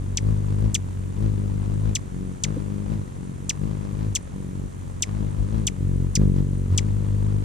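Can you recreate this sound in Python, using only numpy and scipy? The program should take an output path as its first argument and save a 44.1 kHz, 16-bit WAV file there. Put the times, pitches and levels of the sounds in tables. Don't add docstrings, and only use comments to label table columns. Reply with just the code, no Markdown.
import sys
import numpy as np
from scipy import signal
from scipy.fft import rfft, irfft
from scipy.io import wavfile
from scipy.ndimage import uniform_filter1d

SR = 44100
rng = np.random.default_rng(int(sys.argv[2]) if len(sys.argv) > 2 else 0)


def invert_db(level):
    return 10 ** (np.asarray(level, dtype=float) / 20)


def dump_mix(stems):
    frames = np.atleast_2d(stems).T
    limited = np.clip(frames, -1, 1)
    pcm = np.round(limited * 32767).astype(np.int16)
    wavfile.write(sys.argv[1], SR, pcm)


N = 328104

# arrive_s, leave_s, brake_surge_hz, push_surge_hz, lift_db
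SIPS = [
    (0.29, 0.648, 3.4, 4.62, -25.5),
    (1.246, 1.868, 4.12, 3.65, -26.5),
    (2.526, 2.925, 2.08, 4.226, -34),
    (3.686, 4.029, 2.61, 3.93, -32),
    (5.159, 5.56, 2.893, 6.48, -29),
    (6.854, 7.464, 1.21, 0.8, -25),
]
# from_s, to_s, beat_hz, flick_db, double_swing_db
HOVERS = [(-.05, 0.174, 47.65, -43, -31), (0.769, 1.133, 46.65, -47.5, -31.5),
          (2.125, 2.35, 46.24, -37, -44), (3.17, 3.34, 46.02, -42.5, -66), (3.413, 3.585, 47.5, -45, -52),
          (4.338, 4.56, 46.53, -35.5, -47), (4.566, 4.67, 46.95, -33.5, -32.5),
          (4.744, 5.042, 46.01, -42, -33.5), (5.678, 5.768, 46.12, -35, -39.5),
          (5.794, 6.076, 45.8, -28, -25.5), (6.171, 6.336, 46.33, -22.5, -24),
          (6.35, 6.439, 46.22, -24, -25), (6.45, 6.682, 47.19, -30.5, -27)]
# at_s, swing_db, double_swing_db, flick_db
TWISTS = [(0.76, -45, -34, -46), (1.1, -58, -39, -43), (1.72, -44, -68, -45), (2.04, -50, -40, -47),
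          (2.99, -45, -32, -52), (3.64, -52, -51, -39), (4.1, -45, -27.5, -51), (5.23, -37, -67, -35),
          (5.411, -21.5, -49, -67), (5.45, -49, -32, -73), (5.64, -33, -30, -37), (6.111, -26, -30.5, -53),
          (6.73, -28, -16, -29)]
# at_s, extra_beat_hz
LUNGES = [
    (1.72, 0.93),
    (2.2, 0.9),
    (4.37, 1.28),
    (4.64, 1.22),
    (5.84, .8),
    (6.211, 4.84),
    (6.40, 1.56),
    (7.27, 1.23),
]
# at_s, level_db
NEARNESS = [(0, 0.5), (.45, -0.5), (.9, -1), (1.4, -1), (1.65, -1.5), (2.0, 0), (2.6, -1), (2.8, -2),
            (3.3, 2), (3.85, -3.5), (4.2, 0), (4.85, -5), (5.3, -3.5), (5.95, -1), (6.3, 0), (6.6, -1.5),
            (7.0, 0), (7.44, 0)]
# swing_db, double_swing_db, flick_db, snap_db
IDLE_DB = (-46.5, -43.5, -44, -52)
SURGE_DB_PER_HZ = (2.3, 0.82, 1.43, 1.4)
# multiple, layer_index (0 swing to 3 snap), level_db, pan_share, left_lag_rad
BEAT_MULTIPLES = [(1, 0, -1.5, 3, 0.97), (2, 1, -0.5, 0.23, 0.46), (3, 2, -2, 2.53, 0.27), (4, 2, -4, 3, 1),
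                  (5, 3, -3, -5.9, 0.27), (6, 3, -5, -2, 0.76), (7, 3, -9.5, -0.7, 0.47), (8, 3, -9, 2, 1),
                  (9, 3, -14, -2.5, 0.33), (10, 3, -16, 3, 0.82), (11, 3, -20.5, 3.1, 0.54),
                  (12, 3, -25.5, 4, 0.55)]
FACING_DB = [0, 0, 1, 0, -10, 1.5, -1.5, .5, 0, .5, 0, 0]
# at_s, swing_rad, flick_rad
REBOUND = [(0, .85, 1.7), (5.6, .85, 1.7), (6.12, .5, 1.1), (6.42, .5, 1.1), (6.6, .7, 1.9),
           (7.44, .6, 1.9)]
# freq_hz, level_db_per_hz
DOWNWASH = [(12, -32), (25, -8), (45, -2.5), (80, -4), (150, -5), (300, -16), (500, -26), (900, -53.5)]
# freq_hz, level_db_per_hz
RUSTLE = [(150, -20), (300, 3), (500, 2), (700, -3), (1000, 0), (1500, -9), (2500, -15), (4000, -19),
          (7000, -25), (10000, -38), (16000, -70)]
# at_s, rustle_db
RUFFLES = [(0.521, -63), (1.3, -70), (1.64, -62), (2.48, -60), (2.572, -66), (3.52, -65), (3.87, -60),
           (5.08, -62), (5.391, -75), (5.471, -83), (6.22, -52), (6.38, -54), (6.74, -51)]
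# start_s, peak_db, length_ms, knee_hz, head_left_minus_right_db
CHIPS = [
    (0.1716, -15, 20.3, 3250, 2.5),
    (0.7439, -13, 23.6, 3750, 4),
    (1.9516, -13.5, 22.3, 3560, 3),
    (2.4364, -16, 21, 3080, 3.5),
    (3.4939, -12, 21.2, 3580, 1.5),
    (4.1508, -14.5, 24.5, 3728, 3.5),
    (5.0224, -13, 22.4, 3620, 3),
    (5.6683, -13, 22.9, 3826, 3.5),
    (6.1529, -15, 22.65, 3300, -1),
    (6.7764, -15, 22.5, 3300, 4.5),
]
# freq_hz, level_db, db_per_head_db, db_per_knee_khz
BEAM = [(3300, -4.5, 1.99, -1.5), (5170, 2.5, -1.45, -11), (7700, -6, 0.87, -2.5)]
# freq_hz, left_db, right_db
PORTS = [(1460, -17, -18.5), (2290, -12, -9), (2600, -15, -8.5), (3250, -7, -2), (4300, -10.5, -9.5),
         (5150, -3, -7), (6400, 7, 1.5), (7200, -2.5, 0.5), (7690, 6.5, 8.5), (8100, -6.5, -4),
         (9670, -19.5, -4.5), (10700, -25, -14.5), (13400, -26.5, -16), (15800, -44.5, -39.5)]
# at_s, peak_db, pitch_hz, length_ms
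BRUSHES = [
    (2.571, -30, 490, 5),
    (2.574, -26, 285, 8),
    (5.4, -43, 700, 2.9),
]
# freq_hz, correlation
LIKENESS = [(30, 0.19), (200, 0.12), (600, -0.6), (1400, -0.53), (3000, 0.6), (5000, 0.62), (7500, 0.093),
            (14000, 0.21)]
# freq_hz, left_db_per_hz, right_db_per_hz
HISS = [(600, -6, -29.5), (1310, 0.5, 1.5), (1800, 6, 6), (3600, -1, 2.5), (5000, -3, -8.5), (5360, -6, 2),
        (6100, 4.5, 2), (7200, 5.5, 5.5), (8100, -3, 1), (10240, -3, 1.5), (10470, -41, -0.5),
        (12000, -59.5, -8), (13400, -50, -23), (16000, -32, -38)]


def on_log(hz, table, column=1):
    table = np.array(table)
    return np.interp(np.log(hz + 1), np.log(table[:, 0]), table[:, column])


def colour(x, table, column=1):
    gain_db = on_log(np.fft.rfftfreq(N, 1 / SR), table, column)
    cepstrum = irfft(np.log(invert_db(gain_db)), N)
    cepstrum[1:N // 2] *= 2
    cepstrum[N // 2 + 1:] = 0
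    return irfft(rfft(x) * np.exp(rfft(cepstrum)), N)


def treble(x, cutoff_hz):
    return signal.sosfilt(signal.butter(2, cutoff_hz, "high", fs=SR, output="sos"), x)


def automation(table):
    s, *curves = np.transpose(table)
    return [np.interp(np.arange(N) / SR, s, c) for c in curves]


def pan(db):
    return invert_db(np.array([db / 2, -db / 2]))


def held(from_s, to_s, release_s, ease_s=0.062):
    t = np.arange(N) / SR
    rise = (t - from_s[:, None]) / ease_s
    fall = (to_s[:, None] - t) / release_s
    ramp = np.clip(np.minimum(rise, fall) + .5, 0, 1)
    return ramp * ramp * (3 - 2 * ramp)


def bumps(s, rise_s, fall_s):
    since = np.arange(N) / SR - s[:, None]
    return np.exp(-(since / np.where(since < 0, rise_s, fall_s)) ** 2)


def per_beat(turns, spread):
    return spread * np.interp(turns, np.arange(500), rng.standard_normal(500))


def air_noise(table, lo_hz, hi_hz):
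    hz = np.fft.rfftfreq(N, 1 / SR)
    alike = np.clip(on_log(hz, LIKENESS), -.95, .95)
    mid, side = rfft(rng.standard_normal((2, N))) * invert_db(on_log(hz, table))
    side = side * np.sqrt((1 - alike) / (1 + alike))
    band = (hz > lo_hz) & (hz < hi_hz)
    rms = np.sqrt(2 * np.sum(abs(mid[band]) ** 2)) / N
    return irfft(np.array([mid + side, mid - side]), N) / rms


def flight():
    sip_hz, idle_hz, idle_weight = 49.97, 45.8, .3
    lead_s, trail_s, retreat_s = .09, .09, 0.1974
    snap_db = -9
    arrive, leave, brake, push, lift_db = np.transpose(SIPS)
    from_s, to_s, hover_hz, flick_db, double_db = np.transpose(HOVERS)
    twist_s, *twist_db = np.transpose(TWISTS)
    lunge_s, lunge = np.transpose(LUNGES)
    sip = held(arrive - lead_s, leave + trail_s, retreat_s)
    hover = held(from_s, to_s, 0.062)
    surge = np.r_[brake, push, lunge] @ bumps(np.r_[arrive, leave, lunge_s], .04, .055)
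    near = sip.sum(axis=0)

    idle = idle_weight * (1 - near)
    hz = (sip_hz * near + hover_hz @ hover + idle_hz * idle) / (near + hover.sum(axis=0) + idle) + surge

    same = np.ones(len(SIPS))
    sip_db = [lift_db - 7, lift_db, -38 * same, -47.5 * same]
    swing_db = flick_db + 1.5 + 0.54 * (double_db - flick_db)
    hover_db = [swing_db, double_db, flick_db, flick_db + snap_db]
    twist_db = [*twist_db, twist_db[-1] + snap_db]
    gains = invert_db(np.array(sip_db)) @ sip * invert_db(np.outer(SURGE_DB_PER_HZ, surge))
    gains = gains + invert_db(np.array(hover_db)) @ hover * invert_db(0.77 * surge)
    gains = gains + invert_db(np.array(twist_db)) @ bumps(twist_s, 0.034, 0.034)
    gains = gains + invert_db(np.array(IDLE_DB))[:, None]
    return hz, gains * invert_db(automation(NEARNESS)[0]), near, surge


def wings(hz, gains, near, surge):
    pan_hover_db, pan_sip_db, pan_db_per_hz = 1, 5, -0.12
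    swing_lead, flick_lead = automation(REBOUND)
    turns = np.cumsum(hz) / SR
    turns = turns + per_beat(turns, .005)
    effort_db = per_beat(turns, .8) + np.array([per_beat(turns, .7) for _ in gains])
    pan_db = pan_hover_db + (pan_sip_db - pan_hover_db) * near + pan_db_per_hz * surge
    side_on_db = np.clip(20 * np.log10(gains[2] / gains[1]), 0, 15)
    tilt_db = 0.33 * side_on_db + per_beat(turns / 5, 1.6)
    out = np.zeros((2, N))
    for (k, layer, db, share, lag), facing_db in zip(BEAT_MULTIPLES, FACING_DB):
        lead = flick_lead if k > 1 else swing_lead
        phase = 2 * np.pi * k * turns + lead + per_beat(turns, .025 * k)
        wave = -np.cos(np.array([phase - lag / 2, phase + lag / 2]))
        db = db + (k > 2) * (-1) ** k * tilt_db + facing_db * near
        level = np.sqrt(2) * gains[layer] * invert_db(effort_db[layer] + db)
        out += level * pan(share * pan_db) * wave
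    return out, turns


def chips():
    start_hz, fall_share = 8300, .18
    lead_share, lead_db, lead_hz, fade_share = .14, -32, 700, 0.17
    out = np.zeros((2, N))
    for s, db, ms, knee_hz, pan_db in CHIPS:
        high = knee_hz - 3550
        end_hz = 1906 + 0.28 * high
        over_db = -5 + 2.4 * (ms - 21.5)
        samples = ms * SR / 1000
        early = np.arange(int((1 + lead_share) * samples)) / samples - lead_share
        u = np.maximum(early, 0)
        before = np.maximum(-early, 0) / lead_share
        hz = knee_hz + (end_hz - knee_hz) * u
        hz = hz + (start_hz - knee_hz) * np.exp(-(u / fall_share) ** 1.52)
        hz = hz + lead_hz * before - 330 * u ** 5
        phase = 2 * np.pi * np.cumsum(hz) / SR
        shape = invert_db(lead_db * np.clip(before + 0.31 - u / 0.14, 0, 2))
        shape = shape * np.clip((1 - u) / fade_share, 0, 1) * invert_db(-7 * u)
        aimed = [(f, b + c * pan_db + d * high / 1000) for f, b, c, d in BEAM]
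        beam = [(2200, 0), *aimed, (9500, 0)]
        voice = invert_db(on_log(hz, beam)) * np.sin(phase)
        for k in range(2, 6):
            over = invert_db(over_db - 4.2 * (k - 2) - 11.4 * u ** 2 + on_log(k * hz, beam))
            voice += over * (k * hz < .45 * SR) * np.sin(k * phase)
        flutter = uniform_filter1d(rng.standard_normal(1500), size=20)[:len(u)]
        voice *= 1 + 1.2 * flutter
        i = int((s - .0008 - lead_share * ms / 1000) * SR)
        out[:, i:i + len(u)] += invert_db(db - 0.5) * pan(pan_db)[:, None] * shape * voice

    late = np.exp(-1j * 0.74 / (1 + np.exp((5000 - np.fft.rfftfreq(N, 1 / SR)) / 300)))
    left = irfft(rfft(out[0]) * late, N)
    out = np.array([colour(left, PORTS, column=1), colour(out[1], PORTS, column=2)])

    t = np.arange(int(.08 * SR)) / SR
    both, *own = rng.standard_normal((3, len(t)))
    decay = invert_db(-60 * t / .06) + invert_db(6 - 60 * t / .012)
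    smear = treble((both + .6 * np.array(own)) * decay * (t > .0004), 4500)
    return out + invert_db(-36) * signal.fftconvolve(out, smear, axes=1)[:, :N]


def brushes():
    t = np.arange(N) / SR
    out = np.zeros(N)
    for s, db, hz, ms in BRUSHES:
        out += invert_db(db) * np.sin(2 * np.pi * hz * t) * np.exp(-((t - s) / ms * 1000) ** 2)
    return out * pan(-3.4)[:, None]


def rustle(turns, near, surge):
    hover_db, sip_db, surge_db_per_hz, ruffle_width_s = -56, -53, 0.8, 0.027
    ruffle_s, ruffle_db = np.transpose(RUFFLES)
    steady_db = hover_db + (sip_db - hover_db) * near + surge_db_per_hz * surge * near
    ruffle = invert_db(ruffle_db) @ bumps(ruffle_s, ruffle_width_s, ruffle_width_s)
    level_db = 20 * np.log10(invert_db(steady_db) + ruffle)
    stroke = 2 * np.pi * (turns - .03)
    gate = 1 + 0.29 * np.cos(stroke) + 0.45 * np.cos(2 * stroke)
    noise = air_noise(RUSTLE, 583, 1430)
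    noise = noise + (invert_db(0.2 * (level_db + 66.5)) - 1) * treble(noise, 1700)
    return invert_db(level_db - 2.5 + per_beat(2 * turns % 499, 1.56)) * gate * noise


def downwash(gains):
    wash_db = -43 + 0.31 * (20 * np.log10(gains.sum(axis=0)) + 22)
    return invert_db(wash_db - 5.5) * pan(2.85)[:, None] * air_noise(DOWNWASH, 66.84, 75.2)


def camera():
    frame_hz, whine_hz, whine_db, whine_pan_db, hiss_db = 59.94, 8546, -58.5, -15, -58.5
    frames = np.arange(N) / SR * frame_hz
    place = frames % 1
    chance = rng.standard_normal((500, 2))[frames.astype(int)]
    gate = np.clip((place - .18) / 0.31, 0, 1) * np.clip((.66 - place) / 0.053, 0, 1)
    tone = np.sin(2 * np.pi * (whine_hz * np.arange(N) / SR + chance[:, 1]))
    whine = gate * invert_db(2.2 * chance[:, 0]) * tone
    white = air_noise([(20, 0), (20000, 0)], 1000, 15500)
    hiss = np.array([colour(white[0], HISS, column=1), colour(white[1], HISS, column=2)])
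    return invert_db(hiss_db) * hiss + invert_db(whine_db) * pan(whine_pan_db)[:, None] * whine


def scene():
    hz, gains, near, surge = flight()
    beat, turns = wings(hz, gains, near, surge)
    bird = beat + chips() + brushes()
    return bird + rustle(turns, near, surge) + downwash(gains) + camera()


def roll_off(x):
    return signal.sosfilt(signal.butter(12, 15320, fs=SR, output="sos"), x)


def record(dry):
    edge_hz, edge_spread_hz, keep_db = 13450, 480, -80
    hz, s, bins = signal.stft(np.tanh(1.3 * dry) / 1.3, SR, nperseg=1024)
    steps = uniform_filter1d(rng.standard_normal(len(s) // 2 + 1), size=3) * np.sqrt(3)
    edge = edge_hz + edge_spread_hz * np.repeat(steps, 2)[:len(s)]
    faint = uniform_filter1d(abs(bins).max(axis=0), size=12, axis=0) < invert_db(keep_db)
    bins = bins * np.where((hz[:, None] > edge) & faint, .01, 1)
    mix = signal.istft(bins, SR, nperseg=1024)[1][:, :N]
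    return roll_off(mix)


dry = scene()
out = record(dry)
dump_mix(out)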